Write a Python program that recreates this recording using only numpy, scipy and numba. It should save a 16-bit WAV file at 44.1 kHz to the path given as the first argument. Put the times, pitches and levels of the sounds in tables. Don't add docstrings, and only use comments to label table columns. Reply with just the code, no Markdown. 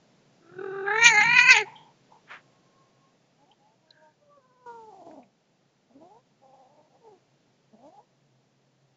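import sys
import numpy as np
from scipy import signal
from scipy.fft import rfft, irfft
from scipy.io import wavfile
from scipy.ndimage import uniform_filter1d
from numba import njit

SR = 44100
rng = np.random.default_rng(int(sys.argv[2]) if len(sys.argv) > 2 else 0)


def to_wav(s):
    ch = np.atleast_2d(s).T
    pcm = np.round(np.clip(ch, -1, 1) * 32767)
    wavfile.write(sys.argv[1], SR, pcm.astype(np.int16))


N = 395136
TIME = np.arange(N) / SR

# time_s, pitch_hz
YOWL_PITCH = [(.43, 334.6), (.57, 361.7), (.585, 383), (.86, 394.4), (1.014, 467.5), (1.08, 471.7),
              (1.144, 424), (1.224, 416.2), (1.26, 467), (1.366, 497.3), (1.46, 498.3), (1.506, 518.6),
              (1.564, 428.6), (1.612, 428), (1.64, 367)]
CATCHES = [.897, .932, .976, 1.147, 1.283, 1.335, 1.386, 1.455]
# time_s, level_db
YOWL_EFFORT = [(.41, -70), (.575, -56.5), (.59, -48), (.853, -39), (.88, -27.5), (.925, -26), (.965, -28),
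               (1.02, -23.5), (1.58, -22.5), (1.618, -31.5), (1.644, -46.5)]
# time_s, boost_db, half_width_s
SURGES = [(1.062, 13.5, 0.036), (1.189, 7.5, 0.03), (1.389, 7.5, .045), (1.506, 14, .026)]
# time_s, level_db
NASAL_LEVEL = [(0.41, -64.5), (0.568, -48), (0.582, -39), (0.981, -31.5), (1.096, -49), (1.128, -36.5),
               (1.196, -40), (1.23, -59), (1.32, -64), (1.626, -31.5), (1.645, -47)]
# time_s, frequency_ratio
JAW = [(.85, 0.66), (.885, 0.73), (.961, 0.82), (1.0, 0.93), (1.06, 1.094), (1.13, 0.91), (1.2, 0.91),
       (1.35, 1.1), (1.57, 1.036), (1.63, 0.94)]
# centre_hz, width_hz, gain_db
NOSE_MODES = [(400, 170, 0)]
NOSE_RING_MODES = [(2430, 200, -2), (2660, 150, -0.5), (3780, 230, -5)]
THROAT_MODES = [(955, 160, 0.00018)]
PHARYNX_MODES = [(1600, 140, -7)]
MOUTH_MODES = [(2003, 690, 1), (2278, 430, 0.97)]
SHRILL_MODES = [(6220, 1900, -5), (6580, 520, -0.5)]
# time_s, centre_hz
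EDGE_SWEEP = [(1.0, 3800), (1.12, 4300), (1.25, 4050), (1.45, 4450)]
# time_s, level_db
SHRILL_LEVEL = [(.93, -70), (1.005, -50), (1.05, -24), (1.085, -22.5), (1.12, -36), (1.24, -42), (1.3, -55),
                (1.42, -37), (1.468, -49), (1.502, -26), (1.53, -37.5), (1.58, -38.5), (1.645, -66.5)]
# time_s, half_width_s, extra_roughness, air_db, air_hz
FRAYS = [(.65, .06, 0.18, -61, 1400), (.868, .007, 0.06, -39.5, 1820), (1.07, .022, 0, -21, 3500),
         (1.225, .025, 0.04, -33, 2600), (1.392, .02, .04, -31.5, 3900), (1.522, .016, 0, -20.5, 4250),
         (1.555, .04, .13, -27, 2900)]
# time_s, level_db
FLUTTER_LEVEL = [(0.52, -54), (0.966, -57.5), (1.07, -38), (1.096, -48.5), (1.246, -40.5), (1.88, -66.5)]

# start_s, length_s, attack_s, release_s,
# first_hz, last_hz, nose_db, mouth_db, level_change_db, roughness
MOANS = [(1.652, 0.29, 0.0064, 0.066, 440.7, 472, -79, -56.5, -17, 0.29),
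         (2.1, 0.11, 0.023, 0.051, 465, 418, -75, -59.5, -4.5, 0.4),
         (2.4, 0.77, 0.053, 0.041, 537, 543.4, -85, -78, -1.5, 0),
         (3.373, 0.085, 0.051, 0.021, 264.2, 303.6, -67.5, -61.5, -0.5, 0.01),
         (3.453, 0.098, 0.038, 0.027, 361.6, 490.4, -75, -64.5, 2.5, 0.15),
         (3.568, 0.2, 0.067, 0.069, 399, 470.1, -89, -67, 4, 0.14),
         (3.8, 0.33, 0.05, 0.03, 636, 606, -75, -69.5, 2.5, 0.02),
         (4.19, 0.14, 0.077, 0.028, 587, 571, -63.5, -79.5, 1, 0.03),
         (4.285, .11, 0.038, .025, 591, 560, -71.5, -63.5, -5, 0.01),
         (4.36, 0.055, 0.019, 0.026, 564, 512.7, -60, -71.5, -8, 0.08),
         (4.378, 0.31, 0.021, 0.017, 510, 499, -73.5, -68.5, 11, 0.01),
         (4.658, 0.29, 0.0058, 0.03, 481.2, 404, -54.5, -50.5, -7, 0.02),
         (4.883, 0.18, .025, 0.034, 402.2, 324.2, -59, -51, -1, 0.19),
         (5.035, 0.28, 0.029, 0.16, 345.2, 149, -52, -53, -10, 0.2),
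         (5.893, 0.055, 0.015, 0.027, 240.9, 229.7, -63.5, -66.5, 2, 0.25),
         (5.92, 0.13, 0.048, 0.047, 255.4, 350, -55.5, -97, 1.5, 0.09),
         (5.988, .24, 0.026, 0.048, 314, 556.6, -63.5, -57.5, -5.5, 0.12),
         (6.401, 0.14, 0.051, 0.032, 538.7, 513, -66, -61, -1, 0.16),
         (6.498, .2, 0.042, 0.048, 548, 492.4, -72, -58, -0.5, 0.18),
         (6.663, 0.23, 0.045, 0.036, 596.4, 616.4, -68, -64, 0, 0.29),
         (6.887, .13, 0.047, 0.056, 519.3, 485.4, -70, -63.5, 3.5, 0.29),
         (6.986, .21, 0.072, 0.12, 487, 315.4, -55.5, -59.5, 11, 0.15),
         (7.725, 0.043, 0.013, 0.018, 220.2, 203.5, -57, -62.5, -2, 0.2),
         (7.75, 0.17, .03, 0.043, 206, 364, -61, -56, 18, 0.1),
         (7.898, 0.16, 0.075, 0.1, 357.3, 548.5, -70, -52.5, -7, 0.15)]
WHINE_SWELLS = [2.81, 3.05, 4.04]
# time_s, depth
CRACKS = [(3.5, 0.09), (4.07, 1), (4.15, 0.05), (6.35, 0.11), (6.45, 0.93), (6.94, 0.72), (7.0, 0.02)]
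# time_s, frequency_ratio
LIPS = [(2.2, 1.04), (2.6, 1.52), (3.1, 1.36), (3.3, 1.04), (4.0, 0.86), (4.35, 1.513), (4.75, 1.29),
        (4.98, 0.88)]
# centre_hz, width_hz, gain_db
MOAN_NOSE_MODES = [(260, 190, 14.5), (433, 242, 15.5)]
MOAN_MOUTH_MODES = [(836.5, 470, 1)]

# time_s, level_db
SPIT_LEVEL = [(2.27, -66), (2.315, -40.5), (2.345, -42.5), (2.41, -63)]
HISS_LEVEL = [(3.88, -77.5), (3.97, -62.5), (4.15, -78)]
# frequency_hz, relative_db
SPIT_COLOUR = [(200, -27), (1600, -1.5), (3400, -15), (4300, -27), (9000, -39)]
HISS_COLOUR = [(1200, -47), (1590, 0), (2300, -40)]
# start_s, peak_db, ring_hz, width_hz, decay_s
TICKS = [(1.658, -43.5, 2070, 910, 0.075), (1.755, -44, 3220, 343, 0.042), (3.514, -51, 3114, 450, 0.011),
         (3.906, -42, 4080, 603, 0.0036), (5.111, -51.5, 1784, 1002, 0.0054),
         (5.229, -57, 2300, 600, 0.0099)]
# frequency_hz, relative_db
ROOM_COLOUR = [(25, -24.5), (86, -29), (129, -4), (350, -11.5), (652, -12.5), (1160, -22.5), (6000, -27.5),
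               (9000, -34.5)]
# time_s, level_db
ROOM_LEVEL = [(2.3, -62.5), (4.5, -69.5), (7.3, -66), (8.2, -68)]
HUM_LEVEL = [(6.8, -83), (7.3, -80.5), (8.3, -70.5)]

THROAT_BEST_HZ = 441
YOWL_CLEAR_HZ, MOAN_CLEAR_HZ = 421.4, 418


def yowl(nose_ring_db=-26.5, throat_follow=0.98, mouth_top_hz=2840):
    jaw, = curves(JAW)
    hz, rough = yowl_melody()
    throat_gain, mouth_gain, edge_gain, nose_gain = yowl_dynamics(hz, jaw)
    folds = larynx(hz, rough, split=0, jitter=.13, shimmer=.9, air=1.0, softness=0.62, harmonics=17)
    nose = steady(resonate(folds, NOSE_MODES))
    nose += undb(nose_ring_db) * steady(resonate(folds, NOSE_RING_MODES))
    throat = steady(resonate(folds, THROAT_MODES, (hz / THROAT_BEST_HZ) ** throat_follow))
    tremble = undb(1.9 * wander(55))
    ring = sum(resonate(folds, [mode], jaw, jaw ** 3) * undb(2.3 * wander(55)) for mode in MOUTH_MODES)
    ring += resonate(folds, PHARYNX_MODES)
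    mouth = steady(signal.sosfilt(signal.butter(8, mouth_top_hz, fs=SR, output="sos"), ring))
    rasp = folds + 2 * rough * noise()
    overtones = mouth_gain * mouth + edge_gain * sharp_edge(rasp) + shrill_top(rasp)
    return nose_gain * nose + throat_gain * throat + tremble * overtones + torn_air(folds) + flutter()


def yowl_melody(catch_depth=.035, catch_half_width_s=.006):
    hz, = curves(YOWL_PITCH)
    hz *= 1 - catch_depth * sum(bump(s, catch_half_width_s) for s in CATCHES)
    fray = sum(extra * bump(s, width) for s, width, extra, _, _ in FRAYS)
    return hz, 0.11 + fray + slack(hz, YOWL_CLEAR_HZ, per_octave=0.84)


def yowl_dynamics(hz, jaw, stutter_db=5, stutter_hz=41.5, jaw_open=.89):
    effort_db, = curves(YOWL_EFFORT)
    nose_db, = curves(NASAL_LEVEL)
    surge_db = sum(db * bump(s, width) for s, db, width in SURGES)
    throat_db = effort_db - 5.5 + 0.23 * surge_db
    throat_db -= 33.5 * np.maximum(np.log2(hz / THROAT_BEST_HZ), 0)
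    mouth_db = effort_db + surge_db
    edge_db = mouth_db - 18 + 70.5 * np.minimum(jaw - jaw_open, 0)
    stutter = stutter_db * bump(.64, 0.094) * np.cos(2 * np.pi * stutter_hz * (TIME - .64))
    return [gate(YOWL_EFFORT) * undb(db + stutter) for db in (throat_db, mouth_db, edge_db, nose_db)]


def larynx(hz, rough, split, jitter, shimmer, air, softness, harmonics):
    unsteady_hz = hz * (1 + jitter * rough * wander(190) + 0.0095 * wander(42))
    phase = 2 * np.pi * np.cumsum(unsteady_hz) / SR
    pulses = unit(sum(np.cos(k * phase) / k ** softness for k in range(1, harmonics + 1)))
    size = np.exp(shimmer * rough * wander(90)) * (1 + split * np.cos(phase / 2))
    return pulses * size + air * rough * noise() * (1 + np.cos(phase))


def slack(hz, clear_hz, per_octave):
    return per_octave * np.maximum(np.log2(clear_hz / hz), 0)


def sharp_edge(rasp, width_hz=950):
    centre_hz, = curves(EDGE_SWEEP)
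    for _ in range(4):
        rasp = moving_band(rasp, centre_hz, np.full(N, float(width_hz)))
    return steady(rasp)


def shrill_top(rasp, flicker_db=3):
    sway = 1 + .025 * wander(67)
    ring = sum(steep(rasp, [mode], sway) * undb(flicker_db * wander(24)) for mode in SHRILL_MODES)
    return envelope(SHRILL_LEVEL) * undb(flicker_db * wander(60)) * steady(ring)


def torn_air(folds, width_ratio=0.75):
    air = noise() * (1 + np.abs(folds))
    return sum(undb(db) * bump(s, half_width) * unit(steep(air, [(hz, width_ratio * hz, 0)]))
               for s, half_width, _, db, hz in FRAYS)


def flutter():
    return envelope(FLUTTER_LEVEL) * unit(resonate(noise(), [(152, 40, -4.5), (220, 98, -11.5)]))


def moans(lips_close_hz=394, rumble_db=-13, breath_db=-18):
    hz, rough, nose_gain, mouth_gain = moan_phrasing()
    lips = curves(LIPS)[0] * np.minimum(hz / lips_close_hz, 1) ** 0.24
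    split, = curves(CRACKS)
    folds = larynx(hz, rough, split, jitter=0.27, shimmer=1.0, air=2.4, softness=1.32, harmonics=5)
    muffled = steep(folds, MOAN_MOUTH_MODES, lips)
    voice = nose_gain * steady(resonate(folds, MOAN_NOSE_MODES)) + mouth_gain * steady(muffled)
    rumble = undb(rumble_db) * nose_gain * unit(resonate(noise(), [(196, 380, 0)]))
    waver = undb(2.37 * wander(20.8))
    breath = undb(breath_db) * mouth_gain * noise()
    return voice * waver + rumble + breath


def moan_phrasing(whine_db=12):
    pitch = np.full(N, float(MOAN_CLEAR_HZ))
    rough, nose, mouth = np.zeros((3, N))
    for start, length, attack, release, first_hz, last_hz, nose_db, mouth_db, change_db, grit in MOANS:
        age = TIME - start
        along = np.clip(age / length, 0, 1)
        hz = first_hz + (last_hz - first_hz) * along ** 1.45
        ramp = np.clip(np.minimum(age / attack, (length - age) / release), 0, 1)
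        swell = ramp * undb(change_db * (along - .5))
        octaves = np.log2(hz / np.sqrt(first_hz * last_hz))
        by_nose = swell * undb(nose_db - 6 * octaves)
        by_mouth = swell * undb(mouth_db + octaves)
        leads = by_nose + by_mouth > nose + mouth
        pitch, rough = np.where(leads, hz, pitch), np.where(leads, grit, rough)
        nose, mouth = np.maximum(nose, by_nose), np.maximum(mouth, by_mouth)
    mouth *= undb(whine_db * sum(bump(s, 0.045) for s in WHINE_SWELLS))
    return pitch, rough + slack(pitch, MOAN_CLEAR_HZ, per_octave=0.17), nose, mouth


def hisses():
    spit = envelope(SPIT_LEVEL) * coloured(SPIT_COLOUR) * undb(wander(89))
    return spit + envelope(HISS_LEVEL) * coloured(HISS_COLOUR)


def ticks():
    out = np.zeros(N)
    for start, peak_db, hz, width, decay in TICKS:
        age = TIME - start
        scratch = noise() * (age > 0) * np.exp(-np.abs(age) / decay)
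        tick = resonate(scratch, [(hz, width, 0)])
        out += undb(peak_db) * tick / np.abs(tick).max()
    return out


def reflections(x, t60_s=0.16, wet_db=-20):
    age = TIME[:SR // 2]
    tail = rng.standard_normal(len(age)) * undb(-60 * age / t60_s) * (age > .003)
    return undb(wet_db) * signal.fftconvolve(x, tail / np.sqrt(np.sum(tail ** 2)))[:N]


def room_tone(hum_hz=134):
    air = coloured(ROOM_COLOUR) * undb(curves(ROOM_LEVEL)[0])
    hum = np.sin(2 * np.pi * np.cumsum(hum_hz + 3 * wander(10)) / SR)
    return air + unit(hum) * undb(curves(HUM_LEVEL)[0] + 2 * wander(6.8))


def undb(db):
    return 10 ** (np.asarray(db) / 20)


def unit(x):
    return x / np.sqrt(np.mean(x ** 2))


def noise():
    return rng.standard_normal(N)


def curves(table):
    times, *columns = np.transpose(table)
    return [np.interp(TIME, times, column) for column in columns]


def gate(table, fade_s=0.0093):
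    first, last = table[0][0], table[-1][0]
    return np.interp(TIME, [first - fade_s, first, last, last + fade_s], [0, 1, 1, 0])


def envelope(table):
    return gate(table) * undb(curves(table)[0])


def bump(time_s, half_width_s):
    return np.exp(-((TIME - time_s) / half_width_s) ** 2)


def wander(hz):
    return unit(signal.sosfilt(signal.butter(4, hz, fs=SR, output="sos"), noise()))


def coloured(points):
    hz, db = np.transpose(points)
    bins_hz = np.maximum(np.fft.rfftfreq(N, 1 / SR), 1)
    colour = undb(np.interp(np.log(bins_hz), np.log(hz), db))
    return unit(irfft(rfft(noise()) * colour, N))


def steady(x, window=1100):
    power = uniform_filter1d(uniform_filter1d(x ** 2, window), window // 2)
    return x / np.sqrt(np.abs(power) + 1e-12)


def resonate(x, modes, stretch=1, damping=1):
    out = 0
    for hz, width, db in modes:
        centre, band = hz * stretch * np.ones(N), width * damping * np.ones(N)
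        out = out + undb(db) * moving_band(moving_band(x + 1e-18, centre, band), centre, band)
    return out


def steep(x, modes, stretch=1):
    return resonate(resonate(x, modes, stretch), modes, stretch)


@njit
def moving_band(x, hz, width):
    out, band_state, low_state = np.empty(len(x)), 0., 0.
    for i in range(len(x)):
        tuning, damping = np.tan(np.pi * hz[i] / SR), width[i] / hz[i]
        band = (band_state + tuning * (x[i] - low_state)) / (1 + tuning * (tuning + damping))
        band_state = 2 * band - band_state
        low_state += 2 * tuning * band
        out[i] = damping * band
    return out


def low_pass(x, hz):
    return signal.sosfilt(signal.ellip(8, .2, 70, hz, fs=SR, output="sos"), x)


def scene():
    close = yowl() + undb(2.0) * moans() + hisses() + ticks()
    return (close + reflections(close) + room_tone())[None]


def record(dry):
    ceiling, knee = .74, 10
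    rounded = dry[0] / (1 + (dry[0] / ceiling) ** knee) ** (1 / knee)
    band = low_pass(rounded, hz=7300)
    mirror = resonate(band * np.cos(2 * np.pi * 16000 * TIME), [(9200, 1200, 0)])
    return low_pass(band + undb(-17.5) * mirror, hz=9700)[None]


dry = scene()
out = record(dry)
to_wav(out)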